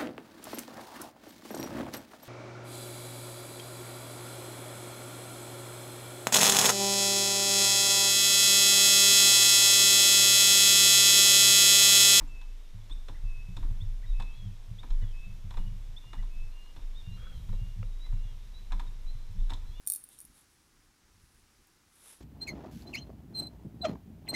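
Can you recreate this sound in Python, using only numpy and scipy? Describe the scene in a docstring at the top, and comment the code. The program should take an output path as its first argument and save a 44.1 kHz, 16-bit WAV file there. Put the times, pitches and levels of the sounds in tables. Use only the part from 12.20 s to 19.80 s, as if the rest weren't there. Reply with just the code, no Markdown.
"""Two people walk over the loose planks of a footbridge above a slow river, one with a microphone on a pole.
Shoes clack and scuff: rough contacts ring the resonances of planks and beams, and joints slip with creaks.
The pole hums in decaying sines as the hand bumps it, and sways at low pitch; wind noise rumbles on the microphone.
Birds whistle and chirp on the bank as bending sines with echoes, over a noise hush of leaves, water and insects."""
import sys
import numpy as np
from scipy import signal
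from scipy.fft import rfft, irfft
from scipy.io import wavfile

SR = 44100
rng = np.random.default_rng(int(sys.argv[2]) if len(sys.argv) > 2 else 0)


def transcribe(signal):
    """Save signal, clipped to [-1, 1], as a 16-bit WAV file at the path in sys.argv[1]."""
    frames = np.atleast_2d(signal).T
    limited = np.clip(frames, -1, 1)
    pcm = np.round(limited * 32767).astype(np.int16)
    wavfile.write(sys.argv[1], SR, pcm)


N = 335160
TIME = np.arange(N) / SR  # seconds

# Feet that land and take weight. Each row: start in seconds, then relative levels: clack in dB, low knock
# against the clack in dB, sole snap against the clack in dB, beam drumming in dB.
FOOTFALLS = [(0.007, -48, -14, -21, -49.5), (0.695, -57, -20, 1, -55.5), (0.883, -46.5, -0.5, -3, -52.5),
             (1.365, -48, -7.5, 2, -51), (1.425, -51, -13, -10, -52), (1.998, -42, -5.5, -6, -53),
             (2.63, -48, -7, -9.5, -51.5), (2.82, -62.5, 8.5, -2, -59), (3.37, -45, -3, -5.5, -51),
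             (3.93, -44.5, -11, -7, -54.5), (4.561, -53.5, -7, -2.5, -55), (5.327, -55.5, 7, -7, -69),
             (5.922, -57, -7, -16, -61), (6.519, -40.5, -13.5, -5.5, -51.5), (6.595, -42, -20, -5.5, -60),
             (7.301, -46.5, -12, 3.5, -47.5)]
# Plank resonances. Each row: frequency in Hz, bandwidth in Hz, relative level in dB.
PLANK_MODES = [(408, 170, -3.5), (525, 88, 0.5), (734, 260, -3), (823, 23.6, 7.5), (890, 95, 5),
               (976, 71, 10), (1041, 43, 7.5), (1205, 280, 0), (1754, 310, -3.5), (2460, 480, -6.5),
               (3530, 300, 3.5), (4127, 366, -2.5), (5210, 97, -5), (6960, 2250, -16), (10800, 9900, -51)]


def from_db(db):
    """The decibel is logarithmic: 20 dB is a tenfold amplitude."""
    return 10 ** (np.asarray(db) / 20)


def rms_one(x):
    """Normalisation: mean power is brought to one."""
    return x / np.sqrt(np.mean(x ** 2) + 1e-20)


def add(track, s, sound):
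    """Superposition: a sound is summed into the track from time s in seconds."""
    at = int(np.clip(s * SR, 0, N - 1))
    track[at:at + len(sound)] += sound[:N - at]


def drift(rate):
    """Slow random modulation: straight lines join normal random knots, rate of them a second."""
    knots = rng.standard_normal(4000)
    return np.interp(TIME * rate, np.arange(len(knots)), knots)


def coloured_noise(spectrum):
    """Spectral shaping: white noise is weighted over log frequency, then brought to unit rms."""
    hz, db = np.transpose(spectrum)
    bins = np.maximum(np.fft.rfftfreq(N, 1 / SR), 1)
    weight = from_db(np.interp(np.log(bins), np.log(hz), db))
    return rms_one(irfft(rfft(rng.standard_normal(N)) * weight, N))


def resonate(x, hz, width):
    """Damped resonance: a pole pair rings at hz with the given bandwidth and unit peak gain."""
    r = np.exp(-np.pi * width / SR)
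    zeros = np.array([1, 0, -1]) * (1 - r * r) / 2
    poles = [1, -2 * r * np.cos(2 * np.pi * hz / SR), r * r]
    return signal.lfilter(zeros, poles, x + 1e-18)


def ring_modes(force, modes):
    """Modal synthesis: each mode rings to its own level, neighbours in opposite phase."""
    out = 0
    for k, (hz, width, db) in enumerate(modes):
        ring = resonate(force, hz, width)
        gain = from_db(db) * np.sqrt(width / SR) / np.linalg.norm(ring)
        out = out + (-1) ** k * gain * ring
    return out


def contact(length, grain_db):
    """Rough contact: two faces meet in a quick, dying run of tiny uneven impacts of unit total energy."""
    t = TIME[:SR // 5]
    force = rng.standard_normal(len(t)) * from_db(grain_db * rng.standard_normal(len(t)))
    force *= (1 - np.exp(-t / .001)) * np.exp(-t / max(length, .0003))
    return force / np.linalg.norm(force)


def scatter(x, t60, wet_db):
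    """Diffuse reflection: a noise tail, starting after 6 ms, falls 60 dB in t60 seconds."""
    t = TIME[:SR]
    tail = rng.standard_normal(SR) * np.exp(-np.log(1000) * t / t60) * (t > .006)
    return x + from_db(wet_db) * signal.fftconvolve(x, tail / np.linalg.norm(tail))[:N]


def swells(pushes, rise_s, decay_s):
    """Superposed envelopes: each push (s, dB) builds up and dies away exponentially."""
    out, t = np.zeros(N), TIME[:SR]
    for s, db in pushes:
        add(out, s, from_db(db) * (1 - np.exp(-(t / rise_s) ** 2)) * np.exp(-t / decay_s))
    return out


def forest(level_db):
    """Broadband and narrow-band noise: an even hush of leaves and water, with a few thin tones on top."""
    # Forest hush. Each row: frequency in Hz, relative density in dB per Hz.
    hush_spectrum = [(120, -30), (200, -1.5), (258, -6.5), (521, -10), (748, -12), (964, -10.5),
                     (1410, -15), (2300, -13.5), (2700, -15), (3540, -14.5), (4480, -19), (5470, -16.5),
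                     (8290, -23), (13300, -27.5), (15000, -31)]
    # Thin steady tones. Each row: frequency in Hz, bandwidth in Hz, rms level in dB.
    thin_tones = [(3630, 330, -78.5), (4150, 270, -85.5), (5470, 67, -86.5), (12230, 11, -93)]
    out = coloured_noise(hush_spectrum) * from_db(level_db)
    for hz, width, db in thin_tones:
        out = out + from_db(db) * rms_one(resonate(rng.standard_normal(N), hz, width))
    return out


def rumble(sway_hz, sway_wander, sway_db, wind_db, gust_db, draught_db, shudder_db):
    """Bending and turbulence: jolts sway the pole's lowest mode; gusts, sway and steps stir air at the mic."""
    # Jerks of the arm that set the pole swaying. Each row: start in seconds, relative level in dB.
    jolts = [(0.0, -33.5), (0.69, -31.5), (1.02, -28.5), (1.41, -25), (1.65, -31.5), (1.88, -24.5),
             (2.69, -21.5), (2.92, -45), (3.35, -26.5), (3.96, -29), (4.15, -33), (4.61, -32.5),
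             (5.28, -28.5), (5.63, -33.5), (5.88, -26.5), (6.49, -27), (6.83, -31), (7.17, -24)]
    # Breeze at the microphone, joined by straight lines. Each row: time in seconds, relative level in dB.
    breeze_level = [(0, -51), (.4, -63), (1.4, -49.5), (2.5, -58), (3.3, -49), (4.6, -59), (5.25, -44.5),
                    (5.8, -55.5), (6.5, -52), (7.6, -51)]
    # Wind noise. Each row: frequency in Hz, relative density in dB per Hz.
    wind_spectrum = [(20, 10), (38, 6), (60, 5.5), (100, 0), (140, -9), (185, -13), (250, -24.5),
                     (400, -35), (800, -48)]
    swing = swells(jolts, rise_s=0.021, decay_s=0.13)
    # the microphone shudders at each footfall
    steps = [(s, db + shudder_db) for s, *_, db in FOOTFALLS]
    shudder = swells(steps, rise_s=0.011, decay_s=0.065)

    wandering_hz = sway_hz * (1 + sway_wander * drift(16))
    sway = rms_one(np.sin(2 * np.pi * np.cumsum(wandering_hz) / SR))
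    # the unsteady arm never lets the pole rest entirely
    unrest = from_db(-41.5 + 2.5 * drift(7))
    sway_level = np.hypot(swing * from_db(sway_db), unrest)

    breeze = from_db(np.interp(TIME, *np.transpose(breeze_level)) + wind_db + gust_db * drift(12))
    air_level = np.sqrt(breeze ** 2 + (swing * from_db(draught_db)) ** 2 + shudder ** 2)
    return sway * sway_level + coloured_noise(wind_spectrum) * air_level


def footsteps(level_db, knock_db, board_db, snap_db):
    """Modal excitation: each contact rings the plank; the landing weights low, middle and high modes."""
    # Shoes graze the boards without weight. Each row: start in seconds, relative clack level in dB,
    # sole snap against the clack in dB.
    scuffs = [(0.074, -66, -7), (0.213, -56, 1), (2.021, -50.5, 1.5), (2.703, -54.5, 2.5), (3.306, -50, -1),
              (3.339, -52, -5), (3.835, -61, -8), (4.025, -55.5, -7), (4.458, -61, -6),
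              (5.288, -57.5, -2.5), (5.861, -59, -1), (6.505, -54.5, -23), (7.201, -65, 1),
              (7.295, -48.5, -3), (7.317, -44, -24), (7.334, -51.5, 9)]
    footfall_contact_s, scuff_contact_s = 0.0075, 0.005
    scuff_knock_db = -12  # before knock_db is added
    out = np.zeros(N)
    hz, width, mode_db = np.transpose(PLANK_MODES)
    touches = [(s, db, knock, snap, footfall_contact_s) for s, db, knock, snap, _ in FOOTFALLS]
    touches += [(s, db, scuff_knock_db, snap, scuff_contact_s) for s, db, snap in scuffs]
    for s, db, knock, snap, length in touches:
        weights_db = [knock + knock_db, board_db, board_db, snap + snap_db]
        colour = np.interp(hz, [550, 750, 2200, 3300], weights_db)
        plank = zip(hz, width, mode_db + colour)
        add(out, s, from_db(db + level_db) * ring_modes(contact(length, grain_db=4.5), plank))
    # the deck and railings rattle on after each step
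    rattle = scatter(out, t60=0.17, wet_db=-10.5)
    return scatter(rattle, t60=0.58, wet_db=-14.0)


def shuffle(level_db, rise_s, decay_s, grain_db):
    """Sliding friction: as the weight rolls over it, the sole rubs softly on the grit of the plank."""
    # What a rubbing sole stirs in the plank. Each row: frequency in Hz, bandwidth in Hz, relative level in dB.
    rub_modes = [(315, 126, 3.5), (690, 270, -3.5), (1060, 520, -3)]
    pressure = swells([(s, db) for s, *_, db in FOOTFALLS], rise_s, decay_s)
    grit = rng.standard_normal(N) * from_db(grain_db * drift(90))
    return from_db(level_db) * pressure * rms_one(ring_modes(grit, rub_modes))


def beams(level_db, press_s):
    """Slower loading: the walker's weight makes the beams under the planks drum in their low modes."""
    # Beam resonances. Each row: frequency in Hz, bandwidth in Hz, relative level in dB.
    beam_modes = [(242, 19, -1.5), (278.3, 7.4, 1.5), (308.7, 17, -3.5), (382, 49, -28)]
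    out = np.zeros(N)
    for s, *_, db in FOOTFALLS:
        press = contact(press_s, grain_db=6.5)
        add(out, s, from_db(db + level_db) * ring_modes(press, beam_modes))
    return out


def settling(count, level_db, within_s):
    """Delayed slip: loose boards shift faintly count times after each foot has loaded them."""
    out = np.zeros(N)
    for s, *_ in FOOTFALLS:
        for late, weak, long in rng.random((count, 3)):
            shift = ring_modes(contact(.003 + 0.012 * long, grain_db=1.0), PLANK_MODES)
            add(out, s + .03 + within_s * late, from_db(level_db - 8.7 * weak) * shift)
    return out


def bird(notes, waver, flutter_db, taper):
    """Frequency modulation: near-pure notes bend through three pitches, swelling and fading."""
    out, tremble, flutter = np.zeros(N), drift(130), drift(45)
    for s, length, start, middle, end, db in notes:
        u = np.linspace(0, 1, int(length * SR))  # progress through the note
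        here = (int(s * SR) + np.arange(len(u))) % N
        parabola = np.polyfit([0, .5, 1], [start, middle, end], 2)
        hz = np.polyval(parabola, u) * (1 + waver * tremble[here])
        swell = np.abs(np.sin(np.pi * u)) ** taper * from_db(db + flutter_db * flutter[here])
        add(out, s, swell * np.sin(2 * np.pi * np.cumsum(hz) / SR))
    return out


def bent(calls, bend):
    """Pitch glide: every call starts and ends the same (start, end) Hz away from its own middle pitch."""
    return [(s, length, hz + bend[0], hz, hz + bend[1], db) for s, length, hz, db in calls]


def repeated(calls, length, hz, bend):
    """Stereotyped song: one note has the same length, pitch and glide every time."""
    return bent([(s, length, hz, db) for s, db in calls], bend)


def birds():
    """Source and reverberation: several birds sing on the bank, each echoed by the trees."""
    # Long level whistles of two birds, one pitched above the other. 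Each row: start in seconds,
    # length in seconds, middle pitch in Hz, starting offset from it in Hz, relative level in dB.
    whistle_calls = [(0.069, 0.2, 2602, 105, -61), (1.04, 0.23, 2582, 70, -59), (1.93, 0.22, 2597, -9, -59),
                     (2.92, 0.2, 2599, -34, -59.5), (3.32, 0.18, 2888, -40, -68),
                     (3.81, 0.22, 2852, -52, -67.5), (4.09, 0.19, 2597, -42, -64),
                     (4.31, .228, 2830, -53, -66.5), (4.81, 0.19, 2797, -2, -65),
                     (5.33, 0.23, 2823, -57, -69), (5.91, .258, 2826, -67, -71.5)]
    # Arched calls, high notes that rise and level off, and short plain pips of other birds.
    # Each row: start in seconds, length in seconds, middle pitch in Hz, relative level in dB.
    arches = [(1.85, 0.09, 3830, -59.5), (2.09, 0.21, 3370, -62.5), (4.745, 0.083, 3690, -54.5),
              (4.95, .25, 3350, -59.5), (7.5, 0.22, 3520, -60)]
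    upslurs = [(4.28, .075, 4130, -71), (4.42, 0.068, 4160, -71), (4.91, .07, 4030, -63.5),
               (5.795, 0.09, 3940, -56), (6.33, 0.075, 3970, -57), (6.865, .06, 4030, -56),
               (7.45, 0.082, 4050, -66.5)]
    pips = [(.075, 0.013, 7270, -63.5), (.715, 0.032, 8280, -66), (2.81, 0.041, 2950, -63),
            (5.845, .035, 2070, -63.5), (6.66, 0.036, 3740, -61), (7.55, 0.059, 2840, -63.5)]
    # Falling slurs, sharp rising chirps about a second apart, and low, steeply peaked yelps.
    # Each row: start in seconds, relative level in dB.
    falls = [(2.81, -66), (6.02, -67.5)]
    peep_calls = [(.707, -45.5), (1.603, -50), (2.583, -47), (3.763, -47)]
    yelp_calls = [(.938, -58.5), (1.824, -58), (2.81, -58), (3.976, -60)]
    # Glides of these calls. Each pair: start and end in Hz from the middle pitch.
    arch_bend = (-330, -430)
    upslur_bend = (-200, 10)
    pip_bend = (42, -42)
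    fall_bend = (250, -310)
    peep_bend = (-230, 170)
    yelp_bend = (-600, -700)

    lift_hz = 37.4  # every whistle ends a little above its middle pitch
    whistles = [(s, length, hz + above, hz, hz + lift_hz, db) for s, length, hz, above, db in whistle_calls]
    slurs = bent(arches, arch_bend) + bent(upslurs, upslur_bend) + bent(pips, pip_bend)
    slurs += repeated(falls, length=0.13, hz=3320, bend=fall_bend)
    peeps = repeated(peep_calls, length=0.0264, hz=3560, bend=peep_bend)
    yelps = repeated(yelp_calls, length=0.039, hz=2020, bend=yelp_bend)

    whistler = scatter(bird(whistles, waver=0.0037, flutter_db=1.3, taper=0.84), t60=0.9, wet_db=-8.0)
    callers = scatter(bird(slurs, waver=0.0064, flutter_db=0.5, taper=0.78), t60=1.0, wet_db=-6.0)
    chirper = scatter(bird(peeps, waver=0.015, flutter_db=1.5, taper=0.81), t60=1.0, wet_db=-10.5)
    yelper = scatter(bird(yelps, waver=0.015, flutter_db=1.0, taper=0.5), t60=.5, wet_db=-9)
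    near = from_db(5.0) * whistler + from_db(1.0) * callers
    return near + from_db(-0.5) * chirper + from_db(-1) * yelper


def far_calls(count, level_db):
    """Reverberant field: faint arched notes come at random from deep among the trees, more echo than note."""
    notes = []
    for when, long, high, far in rng.random((count, 4)):
        start, middle, end = 3200 + 600 * high, 3450 + 650 * high, 3350 + 700 * high  # Hz
        notes.append((when * N / SR, 0.045 + 0.074 * long, start, middle, end, level_db - 3 * far))
    return scatter(bird(notes, waver=.018, flutter_db=1.5, taper=.6), t60=0.3, wet_db=8)


def pole_bumps(count, upper_db, push_s):
    """Free vibration: soft pushes and small nudges set the pole humming; the grip detunes it each time."""
    # Bumps of the pole in the hand. Each row: start in seconds, relative level in dB,
    # relative level of the modes above 150 Hz in dB.
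    bumps = [(0.531, -38, -13.5), (1.031, -38, -21), (1.28, -37.5, -6.5), (1.36, -38, -11.5),
             (1.496, -36, -13), (1.6, -28.5, -25), (1.983, -41, -8), (2.22, -37, -11), (2.244, -31.5, -12),
             (2.31, -38.5, -17), (2.504, -34, -14), (2.813, -30.5, -16), (3.062, -36.5, -12.5),
             (3.237, -34, -15.5), (3.388, -42, -4), (3.448, -34.5, -13), (3.513, -37.5, -12.5),
             (3.97, -43.5, -6.5), (4.195, -45, -17), (4.867, -37, -8), (4.91, -36, -15),
             (5.285, -32.5, -11.5), (5.409, -35, -13), (5.551, -34.5, -16), (5.582, -32, -15.5),
             (5.925, -34, -14), (6.541, -47, -2.5), (6.657, -45.5, -11), (6.943, -42.5, -21),
             (7.09, -40.5, -17), (7.149, -39.5, -7)]
    # Pole resonances. Each row: frequency before detuning in Hz, relative level in dB,
    # 60 dB decay time in seconds.
    pole_modes = [(105, -0.5, 0.36), (89.5, 3.5, 0.12), (124.8, -4.5, 0.13), (180.7, -0.5, 0.29),
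                  (208, -13, 0.054), (266.6, -32, 0.34)]
    out, t = np.zeros(N), TIME[:SR // 2]
    # the grip's small shifts, one at random in each of count equal spans
    nudges = [((k + when) / count * N / SR, -42.5 - 1.5 * weak, -21)
              for k, (when, weak) in enumerate(rng.random((count, 2)))]
    for s, db, upper in bumps + nudges:
        for hz, mode_db, t60 in pole_modes:
            detune, phase = rng.standard_normal(), rng.uniform(0, 2 * np.pi)
            hardness = (upper + upper_db) * (hz > 150)
            swing = np.sin(2 * np.pi * hz * (1 + 0.026 * detune) * t + phase)
            shape = (1 - np.exp(-(t / push_s) ** 2)) * np.exp(-np.log(1000) * t / t60)
            add(out, s, from_db(db + mode_db + hardness) * shape * swing)
    return out


def creaks(level_db, dull_hz):
    """Frictional slip: a timber rasps in its joint when slow, or gives a dull, hollow tock all at once."""
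    # Joints slipping under the weight. Each row: start in seconds, relative level in dB,
    # decay time of the slip in seconds.
    slips = [(4.97, -49, 0.032), (5.016, -43, 0.12), (5.066, -47.5, 0.0059), (5.11, -53, 0.014),
             (5.286, -55, 0.031), (5.6285, -38.5, 0.00035)]
    # Joint resonances. Each row: frequency in Hz, bandwidth in Hz, relative level in dB.
    joint_modes = [(510, 24, 6), (1285, 150, 2.5), (1500, 310, -1.5), (2270, 190, -6.5), (2800, 99, -5.5)]
    out = np.zeros(N)
    for s, db, length in slips:
        slip = contact(length, grain_db=3.0)
        add(out, s, from_db(db + level_db) * ring_modes(slip, joint_modes))
    dull = signal.sosfilt(signal.butter(4, dull_hz, fs=SR, output="sos"), out)
    return scatter(dull, t60=0.12, wet_db=-17)


def scene():
    """Superposition: deck, pole and forest sum at one microphone."""
    bank = forest(level_db=-63.45)
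    air = rumble(sway_hz=25.57, sway_wander=0.1112, sway_db=3.0,
                 wind_db=4.5, gust_db=3.0, draught_db=-21, shudder_db=10.5)
    shoes = footsteps(level_db=33.5, knock_db=15.5, board_db=8.0, snap_db=6.5)
    shoes = shoes + shuffle(level_db=-11.5, rise_s=0.011, decay_s=.1, grain_db=2.5)
    timbers = beams(level_db=59, press_s=0.017)
    shoes = shoes + settling(count=2, level_db=-25.5, within_s=.15)
    bank = bank + birds() + far_calls(count=18, level_db=-76.5)
    pole = pole_bumps(count=20, upper_db=4.5, push_s=0.009)
    timbers = timbers + creaks(level_db=37.5, dull_hz=3020)
    return (shoes + timbers + pole + air + bank)[None]


def record(dry):
    """Band limiting: a steep elliptic low-pass removes the top above 15.2 kHz."""
    return signal.sosfilt(signal.ellip(10, .1, 80, 15200, fs=SR, output="sos"), dry)


dry = scene()
out = record(dry)
transcribe(out)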